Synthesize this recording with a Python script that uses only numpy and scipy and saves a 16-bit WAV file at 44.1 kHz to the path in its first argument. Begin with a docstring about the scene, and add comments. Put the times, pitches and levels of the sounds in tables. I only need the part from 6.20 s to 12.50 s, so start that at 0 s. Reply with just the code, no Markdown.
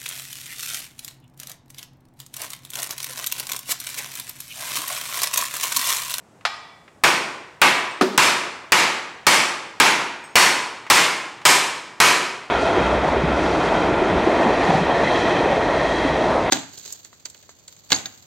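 """A hammer bends a red-hot steel bar clamped in a vise, over the low steady rush (filtered noise) of a workshop.
After a faint tick comes one aiming tap, a clank that rings only the bar; three more ticks are spread over the scene.
Then ten hard swings crack (noise bursts), ring bar and vise (fading sines) and jolt the bench; the metal walls answer.
Between blows small steel bits tinkle twice (high fading sines) and something hollow thuds once (sines and a knock).
A mono camera microphone close by squashes the blows with its limiter."""
import sys
import numpy as np
from scipy import signal
from scipy.fft import rfft, irfft, next_fast_len
from scipy.io import wavfile

SR = 44100
rng = np.random.default_rng(int(sys.argv[2]) if len(sys.argv) > 2 else 0)


def pcm_store(signal):
    """Save signal as 16-bit PCM."""
    levels = np.round(np.clip(np.atleast_2d(signal), -1, 1) * 32767)
    wavfile.write(sys.argv[1], SR, levels.astype(np.int16).T)


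N = 277830  # length in samples: 6.3 s


def amp(db):
    """Turn decibels into a gain: +20 dB is ten times the amplitude."""
    return 10 ** (np.asarray(db) / 20)


def norm(x):
    """Scale a sound so that its squared samples add up to 1."""
    return x / np.sqrt(np.sum(x ** 2) + 1e-20)


def along(points, hz):
    """Read a curve of (pitch_hz, value) points at any pitch, on a logarithmic pitch axis."""
    point_hz, value = np.transpose(points)
    return np.interp(np.log(hz + 1), np.log(point_hz + 1), value)


def clock():
    """The time of every sample in a one-second sound, in seconds."""
    return np.arange(SR) / SR


def decay(t, t60):
    """A fade that falls by 60 dB in t60 seconds, as vibration loses energy."""
    return np.exp(-np.log(1000) * t / t60)


def add(track, start_s, x):
    """Mix a sound into the track from start_s on, cut off where the track ends."""
    start = max(round(start_s * SR), 0)
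    part = track[start:][:len(x)]
    part += x[:len(part)]


def coloured(x, points):
    """Filter by (pitch_hz, level_db) points; minimum phase, so nothing sounds before its cause."""
    size = 2 * next_fast_len(len(x))
    gain = amp(along(points, np.fft.rfftfreq(size, 1 / SR)))
    # Folding the cepstrum (the spectrum of the log gain) forward in time gives minimum phase.
    cepstrum = irfft(np.log(gain))
    cepstrum[1:size // 2] *= 2
    cepstrum[size // 2 + 1:] = 0
    response = np.exp(rfft(cepstrum))
    return irfft(rfft(x, size) * response)[:len(x)]


# How long the shed's echo takes to fade by 60 dB: pitch_hz, t60_s
SHED_FADE_TIMES = [(100, 0.54), (260, 1.0), (700, 0.96), (1840, 0.8365), (4850, 0.7046), (9000, 0.61),
                   (14000, 0.39)]
# The colour the walls give to their echo: pitch_hz, level_db
WALL_COLOUR = [(100, 1.5), (1000, -4), (5000, 0.5), (7000, 0.5), (11000, 1), (12500, 4.5), (16000, 3)]


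def shed(x):
    """The walls' diffuse answer to x: a noise tail whose upper treble dies sooner than its middle."""
    hz, t, bands = signal.stft(rng.standard_normal(SR), SR, nperseg=256)
    fade = decay(t, along(SHED_FADE_TIMES, hz)[:, None])
    tail = signal.istft(bands * fade, SR, nperseg=256)[1][:SR]
    tail = tail * (1 - np.exp(-clock() / 0.0041))  # the echo builds up over a few milliseconds
    echo = coloured(norm(tail), WALL_COLOUR)
    return signal.fftconvolve(x, echo)[:SR]


def ring(modes, wet_db):
    """Struck metal or a hollow body: fading sines at slightly new strengths each time, with echo."""
    hz, level_db, t60 = np.transpose(modes)[:, :, None]
    varied_db = level_db + 1.5 * rng.standard_normal(hz.shape)
    gain = amp(varied_db) * rng.choice([-1, 1], hz.shape)
    sines = np.sin(2 * np.pi * hz * clock())
    near = norm(np.sum(gain * sines * decay(clock(), t60), 0))
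    return near + amp(wet_db) * shed(near)


def impact(points, t60, rise, wet_db):
    """A sharp contact: dense vibration spreads over rise seconds and dies; walls answer in its colour."""
    envelope = (1 - np.exp(-clock() / rise)) * decay(clock(), t60)
    near = norm(coloured(rng.standard_normal(SR) * envelope, points))
    click = norm(coloured(signal.unit_impulse(SR), points))
    return near + amp(wet_db) * shed(click)


def contact(x, body_db, bright_db):
    """The colour of one contact: a hard one is shorter and so brighter."""
    return coloured(x, [(350, body_db), (900, 0), (2500, 0), (8000, bright_db)])


# Colour of the still workshop: pitch_hz, level_db (per Hz)
WORKSHOP_COLOUR = [(15, -53), (25, -23), (43, -29), (60, -8), (125, -2), (146, -3), (811, -8),
                   (4380, -28.5), (7680, -25.5), (15000, -44)]


def air():
    """The low steady rush of the workshop: noise spread over many pitches."""
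    rush = norm(coloured(rng.standard_normal(N), WORKSHOP_COLOUR))
    return amp(-54) * np.sqrt(N) * rush  # average level -54 dB


# Faint handling ticks and shuffles: start_s, level_db, brightness_db
HANDLING = [(.209, -21, -14), (.678, -18.5, -16), (4.665, -7, -14), (5.214, -12, -12)]
# Colour of a steel-on-steel crack, also used by the hard swings: pitch_hz, level_db (per Hz)
CRACK_COLOUR = [(40, -46), (90, -30.5), (140, -12.5), (230, -13), (350, -6.5), (450, -8), (700, -4.5),
                (950, 1.5), (1400, -1), (2400, -0.5), (3500, -7.5), (7500, -12), (11000, -20), (16000, -36)]


def ticks():
    """Tools and feet tick and shuffle: short steel contacts with dulled treble."""
    out = np.zeros(N)
    for start_s, level_db, bright_db in HANDLING:
        tick = impact(CRACK_COLOUR, t60=0.06, rise=0.001, wet_db=-9)
        add(out, start_s, amp(level_db) * contact(tick, 0, bright_db))
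    return out


# Colour of the light tap's contact: pitch_hz, level_db (per Hz)
TAP_COLOUR = [(150, -30), (450, -17.5), (750, 2), (2000, -3), (5000, -8.5), (6000, -16), (9000, -25.5),
              (15000, -47)]
# Ringing of the clamped bar, under the tap and every swing: pitch_hz, level_db, t60_s
BAR_MODES = [(690, -10, .1), (790, -7, .1), (894, -11, .42), (1125, -5, .14), (1233, 1, .11),
             (1572, -15, .25), (1915, -9, .28), (1950, -9, .25), (2283, -14, .4), (2363, -14, .35),
             (3138, -18, .3), (3440, -11, .27), (3870, -13, .15), (4240, -11, .15), (4662, -17, .2),
             (5060, -18, .25), (5125, -18, .35), (5790, -24, .45), (7316, -25, .35), (8270, -28, .45)]


def tap():
    """The light aiming tap is a short clank that rings only the bar."""
    out = np.zeros(N)
    edge = amp(11) * impact(TAP_COLOUR, t60=0.085, rise=0.0001, wet_db=-9)
    bar = amp(5.5) * ring(BAR_MODES, wet_db=-3)
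    add(out, 0.2515, edge + contact(bar, body_db=2, bright_db=-6))
    return out


def spot(x, ripple_db, count):
    """Each swing lands on a different spot, which favours some of the steel's many high resonances."""
    hz = np.geomspace(700, 14000, count)
    level_db = ripple_db * rng.standard_normal(count)
    return coloured(x, np.column_stack([hz, level_db]))


# Hard swings: start_s, force_db (relative), brightness_db, jolt_db (bench, relative to the force)
SWINGS = [(.8370, -3, -3, -31), (1.4163, 0, -6, -37), (1.9773, 0.5, 0, -24), (2.5208, 0, -2.5, -32),
          (3.0671, 1.5, 1, -18), (3.6001, 1, -3.5, -37), (4.1555, 2, 2, -34), (4.7006, 2, 1.5, -24),
          (5.2525, .5, 4, -36), (5.8018, 1.5, 1, -28)]
# Ringing of the heavy vise and its stand, only under full swings: pitch_hz, level_db, t60_s
VISE_MODES = [(222, -13, .2), (280, -12, .2), (366, -13, .5), (466, -13, .2), (850, -3, .18), (905, -3, .3),
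              (992, 1, .38), (1050, -2, .22), (1153, -1, .25), (1266, 0, .28), (1392, -7, .2),
              (1538, -9, .45), (1626, -3, .22), (1761, -6, .25), (1890, -5, .25), (1992, -5, .2),
              (2143, -5, .25), (2266, -4, .3), (2510, -5, .2), (2719, -4, .22), (3088, -10, .25),
              (3168, -10, .25), (4440, -9, .12), (8420, -7, .06)]
# Colour of a blow's first bright snap: pitch_hz, level_db (per Hz)
SNAP_COLOUR = [(500, -11), (2500, 0.5), (8500, -1), (14000, -13), (16000, 0)]
# Colour of the bench's jolt: pitch_hz, level_db (per Hz)
JOLT_COLOUR = [(15, -14), (35, -18), (70, -4), (150, -1), (400, -23)]


def hammer():
    """Full swings crack, ring bar and vise and jolt the bench."""
    out = np.zeros(N)
    for start_s, force_db, bright_db, jolt_db in SWINGS:
        crack = impact(CRACK_COLOUR, t60=0.11, rise=0.0019, wet_db=1.5)
        crack = spot(crack, ripple_db=1.5, count=120)
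        vise = amp(-5.5) * ring(VISE_MODES, wet_db=-5.5)
        bar = amp(-14.5) * ring(BAR_MODES, wet_db=-15.5)
        snap = amp(-8.5) * impact(SNAP_COLOUR, t60=0.012, rise=0.00066, wet_db=-37)
        jolt = amp(jolt_db) * impact(JOLT_COLOUR, t60=0.1, rise=0.0031, wet_db=-27)
        # Every full swing has the same weight in the low middle.
        steel = contact(crack + vise + bar, body_db=1, bright_db=bright_db)
        add(out, start_s, amp(force_db + 23.5) * (steel + snap + jolt))
    return out


# When the loose steel bits tinkle: start_s, level_db
BIT_TINKLES = [(1.709, -22), (4.04, -16.5)]
# Ringing of a small steel bit: pitch_hz, level_db, t60_s
BIT_MODES = [(5303, -14, .3), (6620, -8, .3), (8247, 0, .25), (12150, -19, .12)]


def tinkles():
    """Loose steel bits ping: small pieces ring at high pitches."""
    out = np.zeros(N)
    for start_s, level_db in BIT_TINKLES:
        add(out, start_s, amp(level_db) * ring(BIT_MODES, wet_db=-4))
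    return out


# Ringing of the hollow thing: pitch_hz, level_db, t60_s
HOLLOW_MODES = [(213, -10, 0.068), (250, 3.5, 0.097), (346, 1.5, 0.2), (374, 1.5, 0.28), (487, -6, 0.088),
                (577, -5, 0.18), (930, -12, 0.52), (1230, 9, 0.036), (1710, -7, 0.12)]
# Colour of the knock against it: pitch_hz, level_db (per Hz)
KNOCK_COLOUR = [(90, -34), (200, 3), (500, -1.5), (1300, -6), (2500, -12), (5000, -16.5), (9000, -28),
                (15000, -40)]


def thud():
    """Something hollow is knocked once between two blows; it is too small to radiate deep bass."""
    out = np.zeros(N)
    body = amp(17) * ring(HOLLOW_MODES, wet_db=-8)
    knock = amp(17) * impact(KNOCK_COLOUR, t60=0.11, rise=0.00019, wet_db=-6.5)
    add(out, 1.8110, coloured(body + knock, [(50, -31), (180, 0)]))
    return out


def scene():
    """All sounds reach one microphone, which feeds both channels."""
    mono = air() + ticks() + tap() + hammer() + tinkles() + thud()
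    return np.tile(mono, (2, 1))


def limiter(x, threshold_db, attack, release_db):
    """Short-term level over the threshold pulls the gain down; it recovers at release_db a second."""
    pole = np.exp(-1 / (attack * SR))  # attack: averaging time in seconds
    power = signal.lfilter([1 - pole], [1, -pole], np.mean(x ** 2, 0))
    over_db = np.maximum(10 * np.log10(power + 1e-12) - threshold_db, 0)
    recovery_db = release_db * np.arange(N) / SR
    # The running maximum holds each cut, less what has recovered since.
    cut_db = np.maximum.accumulate(over_db + recovery_db) - recovery_db
    return x * amp(-cut_db)


def record(dry):
    """The camera limits, rounds off the peaks that slip through and keeps nothing above its band limit."""
    limited = limiter(dry, threshold_db=-5.5, attack=0.00061, release_db=103)
    rounded = limited / (1 + np.abs(limited / 0.7) ** 4) ** (1 / 4)  # peaks stay below 0.7
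    size = next_fast_len(N + SR)
    hz = np.fft.rfftfreq(size, 1 / SR)
    passband = np.clip((15900 - hz) / 500 + 0.5, 0, 1)  # a 500 Hz wide slope centred on 15900 Hz
    return irfft(rfft(rounded, size) * passband, size)[:, :N]


dry = scene()
out = record(dry)
pcm_store(out)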